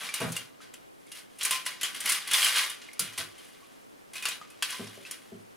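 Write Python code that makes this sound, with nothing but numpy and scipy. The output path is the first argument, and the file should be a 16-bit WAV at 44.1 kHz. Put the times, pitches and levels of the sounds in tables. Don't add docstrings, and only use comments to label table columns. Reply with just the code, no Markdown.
import sys
import numpy as np
from scipy import signal
from scipy.io import wavfile
from scipy.ndimage import uniform_filter1d

SR = 44100
rng = np.random.default_rng(int(sys.argv[2]) if len(sys.argv) > 2 else 0)


def unload_audio(sound):
    columns = np.transpose(np.atleast_2d(sound))
    steps = np.round(np.clip(columns, -1, 1) * 32767)
    wavfile.write(sys.argv[1], SR, steps.astype(np.int16))


N = 245195


def gain_of(db):
    return 10 ** (np.asarray(db) / 20)


def evened(x):
    return x / np.sqrt(np.mean(x ** 2) + 1e-20)


def read(points, hz):
    table_hz, value = np.transpose(points)
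    return np.interp(np.log(hz + 1), np.log(table_hz + 1), value)


def coloured(x, points, size=4096):
    hz = abs(np.fft.fftfreq(size, 1 / SR))
    log_gain = np.log(gain_of(np.maximum(read(points, hz), -90)))
    minimum_phase = np.exp(np.conj(signal.hilbert(log_gain)))
    taps = np.fft.ifft(minimum_phase).real[:size // 2]
    return signal.oaconvolve(x, taps / np.linalg.norm(taps))[:len(x)]


def ring(x, hz, t60):
    shrink = np.exp(-np.log(1000) / (max(t60, .002) * SR))
    turn = 2 * np.pi * hz / SR
    return signal.lfilter([0, shrink * np.sin(turn)], [1, -2 * shrink * np.cos(turn), shrink ** 2], x)


def note(hz, t60, chatter):
    sound = ring(chatter, hz, t60)
    return sound / abs(sound).max()


def train(start_s, size):
    return np.bincount(np.clip((start_s * SR).astype(int), 0, N - 1), size, N)


# pitch_hz [Hz], relative level_db [dB per Hz]
SHARED_HUM = [(15, -48), (25, -15), (68, -20), (95, -8), (192, -10), (252, -5.5), (349, -7), (470, -7),
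              (854, -12.5), (927, -13), (1150, -12.5), (14800, -27), (16500, -39)]
# pitch_hz [Hz], relative level_db [dB per Hz]
OPPOSITE_HUM = [(15, -70), (25, -29), (128, -14.5), (273, -7), (787, -13), (1730, -23), (1880, -22),
                (2670, -26), (3320, -33), (15200, -42), (16500, -77)]


def hum(points, level_db):
    swell = evened(uniform_filter1d(rng.standard_normal(N), 6000))
    return gain_of(level_db + 0.9 * swell) * evened(coloured(rng.standard_normal(N), points))


def piece(count=400):
    hz, size = rng.uniform(281, 16500, count), rng.standard_normal(count)
    t = np.arange(3072)[:, None] / SR
    t60 = 0.041 * (hz / 3000) ** -.3 * rng.uniform(0.25, 2.4, count)
    tones = size * gain_of(-60 * t / t60) * np.sin(2 * np.pi * hz * t)
    sound = evened(tones.sum(1)) / np.sqrt(len(t))
    sound[0] += .4
    return sound / np.linalg.norm(sound)


# pitch_hz [Hz], level_db before strike and colour [dB], t60_s to die by 60 dB [s]
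HOLDER_WALL = [(1033, -26, 0.077), (1149.7, -28, 0.052), (1430, -52, 0.028), (1690, -40, 0.012),
               (1993, -39, 0.019), (2108, -33, 0.014), (2427, -32, 0.011), (2900, -34, 0.049),
               (2952, -33, 0.012), (3122, -25.5, 0.017), (3310, -32, 0.035), (3518, -38.5, 0.027),
               (3703, -29, 0.0095), (5160, -52, 0.01), (5200, -45, 0.034), (6330, -55, 0.012),
               (7170, -48, 0.011), (9090, -43, 0.019), (10140, -46.5, 0.034), (10650, -35, 0.022),
               (10980, -44.5, 0.0097)]
# pitch_hz [Hz], relative level_db [dB per Hz]
STEEL_COLOUR = [(180, -89.5), (300, -32), (457, -17.5), (879, -17), (1020, -21), (1360, -2.5), (2030, 0.5),
                (2620, 1.5), (3040, -5.5), (4480, 3.5), (8200, 6), (9540, 9.5), (15000, -4), (15800, -12),
                (16600, -57)]


def steel(start_s, size, treble_db, count=12):
    split_hz = 5500
    which = rng.integers(0, count, len(start_s))
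    plain, treble = 0, 0
    for k in range(count):
        sound = piece()
        chosen = size * (which == k)
        plain = plain + signal.oaconvolve(train(start_s, chosen), sound)[:N]
        treble = treble + signal.oaconvolve(train(start_s, chosen * gain_of(treble_db)), sound)[:N]
    out = treble + signal.lfilter(*signal.butter(2, split_hz, fs=SR), plain - treble)
    share = rng.standard_normal((len(start_s), len(HOLDER_WALL))) ** 2
    for k, (hz, level_db, t60) in enumerate(HOLDER_WALL):
        tilt_db = treble_db / (1 + (split_hz / hz) ** 4)
        strikes = train(start_s, size * share[:, k] * gain_of(tilt_db))
        out += gain_of(level_db) * ring(strikes, hz, min(t60, .2))
    return coloured(out, STEEL_COLOUR)


# time_s [s], patter level_db before steel colour [dB], treble_db [dB]
SHAKING = [(0.0, -35.5, -7), (0.12, -43.5, -13.5), (0.29, -43.5, -3), (0.52, -65.5, -9),
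           (1.08, -67.5, -1.5), (1.179, -41.5, -6), (1.27, -65.5, -5.5), (1.48, -52, -4),
           (1.62, -52.5, -17), (2.02, -42, -6), (2.118, -27.5, -3), (2.24, -42.5, -10), (2.38, -25, -4.5),
           (2.52, -29, -5.5), (2.631, -29, -7), (2.78, -52, -11), (2.97, -55, -11), (3.06, -43.5, -8),
           (3.33, -56, -9), (3.46, -53, -5), (3.56, -56, -7.5), (3.93, -68, -3.5), (4.6, -57.5, -8.5),
           (4.71, -35.5, -9), (4.82, -45, -7.5), (5.03, -52.5, -7), (5.56, -68.5, -3.5)]
SWELL_S, SETTLE_DB_PER_S = 0.012, 206
PATTER_TREBLE_DB, PATTER_TREBLE_SHARE = -7.5, 0.13


def stirring():
    t = np.arange(0, N, 32) / SR
    time_s, level_db, treble_db = np.transpose(SHAKING)
    power = gain_of(2 * np.interp(t, time_s, level_db))
    weighted_treble = power * np.interp(t, time_s, treble_db)
    for start_s, _, treble_db, *_, patter_db in CLINK_EVENTS:
        after = np.maximum(t - start_s, 0)
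        swell = np.minimum(after / SWELL_S, 1) ** 2
        stir = swell * gain_of(2 * (patter_db - SETTLE_DB_PER_S * after))
        power = power + stir
        weighted_treble = weighted_treble + stir * (PATTER_TREBLE_DB + PATTER_TREBLE_SHARE * treble_db)
    return t, np.sqrt(power), weighted_treble / power


JOSTLE_PER_S = 1600


def jostle():
    t, level, treble_db = stirring()
    happens = rng.random(N) < JOSTLE_PER_S / SR
    hits = happens * gain_of(2.36 * np.minimum(rng.exponential(1, N), 4))
    at_s = np.flatnonzero(hits) / SR
    size = evened(hits)[hits > 0] * np.interp(at_s, t, level)
    return steel(at_s, size * rng.choice([-1, 1], len(at_s)), np.interp(at_s, t, treble_db))


# time_s just after the onset [s], level_db of the whole sound [dB],
# noise t60_s to die by 60 dB [s], low_note_hz [Hz], low_note_db [dB], high_note_hz [Hz], high_note_db [dB],
# knock_db [dB], floor_boom_db [dB]; the last four levels are set against the whole sound
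DULL_EVENTS = [(0.012, -48, 0.31, 450, -5, 800, -7, 2.5, -30),
               (0.206, -21.5, 0.26, 140, -6.5, 470, -32, -14, -30),
               (0.244, -26.5, 0.1, 160, -2.5, 505, -9, -6, -30),
               (2.048, -51, 0.15, 226, 2.5, 400, -13, 7, -20),
               (2.999, -40.5, 0.29, 172, -1.5, 390, -10, -18, -16),
               (3.183, -38.5, 0.18, 157, -5.5, 360, -12, -31, -15),
               (4.797, -33.5, 0.1, 243, -1, 400, -5.5, -15, -13.5),
               (4.975, -42, 0.1, 397, -4.5, 523, -4.5, -16, -26),
               (5.321, -43, 0.15, 254, -1.5, 377, 2.5, -19, -10.5)]
# pitch_hz [Hz], relative level_db [dB per Hz]
BOARD_COLOUR = [(35, -48), (75, -13), (144, -7), (231, 8), (314, -1.5), (484, 0.5), (561, -12), (634, 3.5),
                (1500, -30.5), (1950, -32), (3300, -120)]
FLOOR_HZ, FLOOR_T60_S = 108.6, 0.4


def scrape_knocks_and_steps():
    out, t = np.zeros(N), np.arange(SR // 2) / SR
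    noises = rng.standard_normal((len(DULL_EVENTS), len(t)))
    knock_band = signal.butter(2, [500, 1800], "band", fs=SR)
    for event, noise in zip(DULL_EVENTS, noises):
        time_s, level_db, t60, low_hz, low_db, high_hz, high_db, knock_db, boom_db = event
        burst = noise * gain_of(-60 * t / t60) * (1 - np.exp(-t / 0.0022))
        sound = 0.34 * coloured(burst, BOARD_COLOUR)
        sound += gain_of(low_db) * note(low_hz, 0.041, burst * gain_of(-60 * t / 0.21))
        sound += gain_of(high_db) * note(high_hz, 0.038, burst * gain_of(-60 * t / 0.094))
        sound += gain_of(boom_db) * note(FLOOR_HZ, FLOOR_T60_S, burst)
        sound += gain_of(knock_db) * signal.lfilter(*knock_band, 4 * burst)
        part = out[round(time_s * SR) - 150:][:len(t)]
        part += gain_of(level_db) * sound[:len(part)]
    return out


CLINK_EVENTS = [(0.033, -27.5, 0, 2350, -4.5, 9080, -33.5), (0.0894, -16, -12, 2340, -15, 9500, -52),
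                (0.14, -12, 0.5, 2910, -23, 8500, -29.5), (0.202, -22, 1.5, 2500, -8.5, 10100, -33.5),
                (0.32, -29.5, 9.5, 2570, -25, 6360, -38.5), (0.349, -34, -6, 1870, -12, 9250, -31.5),
                (0.3649, -21.5, 6, 2810, -5, 9440, -46.5), (0.604, -38.5, -20, 1293, -7, 9500, -43.5),
                (0.7386, -28, -1, 2614, -21, 7350, -53), (1.0657, -44.5, 2, 2220, -11, 9000, -53.5),
                (1.117, -25.5, 1, 2846, -16, 9900, -44.5), (1.387, -34, 6.5, 2800, -26, 9600, -38.5),
                (1.4107, -11, -9, 3270, -18.5, 7550, -32.5), (1.431, -24.5, 11.5, 4000, -9, 9100, -30),
                (1.45, -13, 6, 2750, -30, 9960, -25), (1.509, -6.5, -0.5, 1038, -25, 9500, -22),
                (1.544, -18, -4, 2420, -15, 9100, -33), (1.653, -26, 0.5, 2790, -18, 7400, -32),
                (1.6626, -9, -6.5, 1025, -29, 8150, -33), (1.7178, -29, -5, 2200, -11, 6700, -60),
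                (1.812, -15, -3, 1984, -19.5, 10860, -32), (1.8318, -8.5, -2, 3080, -17.5, 7170, -28.5),
                (1.947, -17, -6, 2120, -21.5, 9300, -35), (2.004, -16.5, 1.5, 3070, -22, 8800, -34.5),
                (2.0578, -9.5, -0.5, 2220, -20.5, 10400, -24.5),
                (2.094, -11, 5.5, 2160, -18.5, 9300, -24.5), (2.12, -12.5, 4, 2070, -19, 9450, -40),
                (2.2749, -15, -3, 4330, -21, 10100, -54), (2.3123, -7, -4.5, 3060, -24, 10160, -26),
                (2.3337, -17, 11, 3464, -2.5, 9300, -20.5), (2.419, -8.5, -5, 3150, -15, 9700, -21),
                (2.4456, -5, -1, 3150, -14, 10300, -23.5), (2.548, -15, -15, 3170, -14, 9300, -18),
                (2.5806, -17, 3.5, 4300, -10, 8800, -47.5), (2.6974, -19, 1.5, 3640, -18, 11100, -38),
                (2.817, -24, -27, 3320, -37, 10600, -42.5), (2.8876, -37, -26, 2170, -1.5, 9800, -64),
                (2.9311, -32, 1.5, 2224, -16.5, 10400, -72), (2.9938, -18.5, 12.5, 1380, -17.5, 9800, -29),
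                (3.1345, -30.5, -1.5, 2500, -24, 6450, -62), (3.1773, -10, -4.5, 3270, -24, 8950, -28.5),
                (3.2276, -40, -29, 2860, -13, 10460, -59), (3.3808, -35, -1.5, 3150, -14, 8740, -48),
                (3.625, -45, -24, 1124, -9, 7300, -62), (4.134, -25.5, -1, 1040, -31, 9180, -39.5),
                (4.155, -21, -2.5, 2557, -14, 6000, -33.5), (4.2244, -17.5, -3.5, 2500, -17, 8100, -34.5),
                (4.254, -4.5, -8, 2750, -23, 9040, -27), (4.2856, -15.5, 1.5, 2517, -16, 6960, -35.5),
                (4.3194, -24.5, -20.5, 3880, -4, 9850, -44), (4.414, -33, -47, 1245, -2, 6600, -48.5),
                (4.5018, -34, -1.5, 2560, -16, 9800, -53), (4.6243, -2.5, -8.5, 2650, -28, 8570, -27.5),
                (4.703, -24, 3.5, 2620, -28, 9700, -37.5), (4.726, -14.5, -10, 1010, -28, 10300, -49),
                (4.8701, -22.5, -18, 1035, -24, 9600, -58), (5.0513, -26, -15, 2657, -13, 9600, -41),
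                (5.111, -21, 2.5, 3240, -19.5, 9640, -39.5)]
RUN_MS = 5.1
HIGH_NOTE_DB, CRACK_DB = -15.5, -22.5
CRACK_T60_S, DULL_DAMPING = 0.01, 0.38


def clinks(count=7):
    start_s, level_db, treble_db, *_ = np.transpose(CLINK_EVENTS)
    late = rng.random((len(start_s), count)) * (np.arange(count) > 0)
    size = gain_of(level_db[:, None] - 3.7 * late) * rng.choice([-1, 1], late.shape)
    contact_s = start_s[:, None] + late * RUN_MS / 1000
    out = steel(contact_s.ravel(), size.ravel(), np.repeat(treble_db, count))
    t = np.arange(SR // 4) / SR
    noises = rng.standard_normal((len(start_s), len(t)))
    for event, noise in zip(CLINK_EVENTS, noises):
        start_s, level_db, treble_db, low_hz, low_db, high_hz, _ = event
        lasting = gain_of(DULL_DAMPING * min(treble_db + 3.5, 0))
        chatter = noise * gain_of(-60 * t / (0.065 * np.sqrt(lasting))) + 9 * (t == 0)
        low_t60 = 0.07 * (2500 / low_hz) ** 1.4 * lasting
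        sound = gain_of(low_db) * note(low_hz, low_t60, chatter)
        sound += gain_of(HIGH_NOTE_DB + 1.1 * treble_db) * note(high_hz, 0.01, chatter)
        crack = np.diff(noise, prepend=0) * (1 - np.exp(-t / 0.002))
        sound += gain_of(CRACK_DB + 1.5 * treble_db - 60 * t / CRACK_T60_S) * crack
        part = out[int(start_s * SR):][:len(t)]
        part += gain_of(level_db) * sound[:len(part)]
    return out


# pitch_hz [Hz], t60_s to die by 60 dB [s]
ECHO_TIMES = [(100, 0.37), (400, 0.37), (1500, 0.38), (5000, 0.16), (14000, 0.21)]


def room(x):
    taps = np.zeros((2, SR))
    at = np.arange(200, SR - 20, 20) + rng.integers(0, 20, (2, (SR - 201) // 20))
    np.put_along_axis(taps, at, rng.choice([-1., 1.], at.shape), 1)
    hz, t, bands = signal.stft(taps, SR, nperseg=256)
    fading = bands * gain_of(-60 * t / read(ECHO_TIMES, hz)[:, None])
    tail = signal.istft(fading, SR, nperseg=256)[1]
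    return signal.fftconvolve(x[None], tail / np.linalg.norm(tail[0]), axes=1)[:, :N]


# pitch_hz [Hz], relative level_db [dB]
ECHO_DIFFERENCE = [(70, -13), (110, -11), (200, -11), (380, -10), (700, -7), (1290, -5.5), (2380, -9),
                   (4400, 1.5), (8120, -4), (15000, 4)]


def scene():
    cutlery, dull = clinks() + jostle(), scrape_knocks_and_steps()
    echo = room(cutlery + gain_of(7) * dull)
    mid = cutlery + dull + gain_of(-10) * echo[0] + hum(SHARED_HUM, -61)
    side = gain_of(-5) * coloured(echo[1], ECHO_DIFFERENCE)
    side += 0.032 * cutlery + 0.08 * dull + hum(OPPOSITE_HUM, -53)
    return np.array([mid + side, mid - side])


EDGE_HZ = 16500


def record(dry):
    thin = signal.sosfilt(signal.butter(6, 97, "high", fs=SR, output="sos"), dry)
    low_noise = signal.lfilter(*signal.butter(1, 80, fs=SR), rng.standard_normal(dry.shape))
    band_limit = signal.firwin(511, EDGE_HZ, window=("kaiser", 9), fs=SR)
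    return signal.oaconvolve(thin + gain_of(-55) * low_noise, band_limit[None], "same")


dry = scene()
out = record(dry)
unload_audio(out)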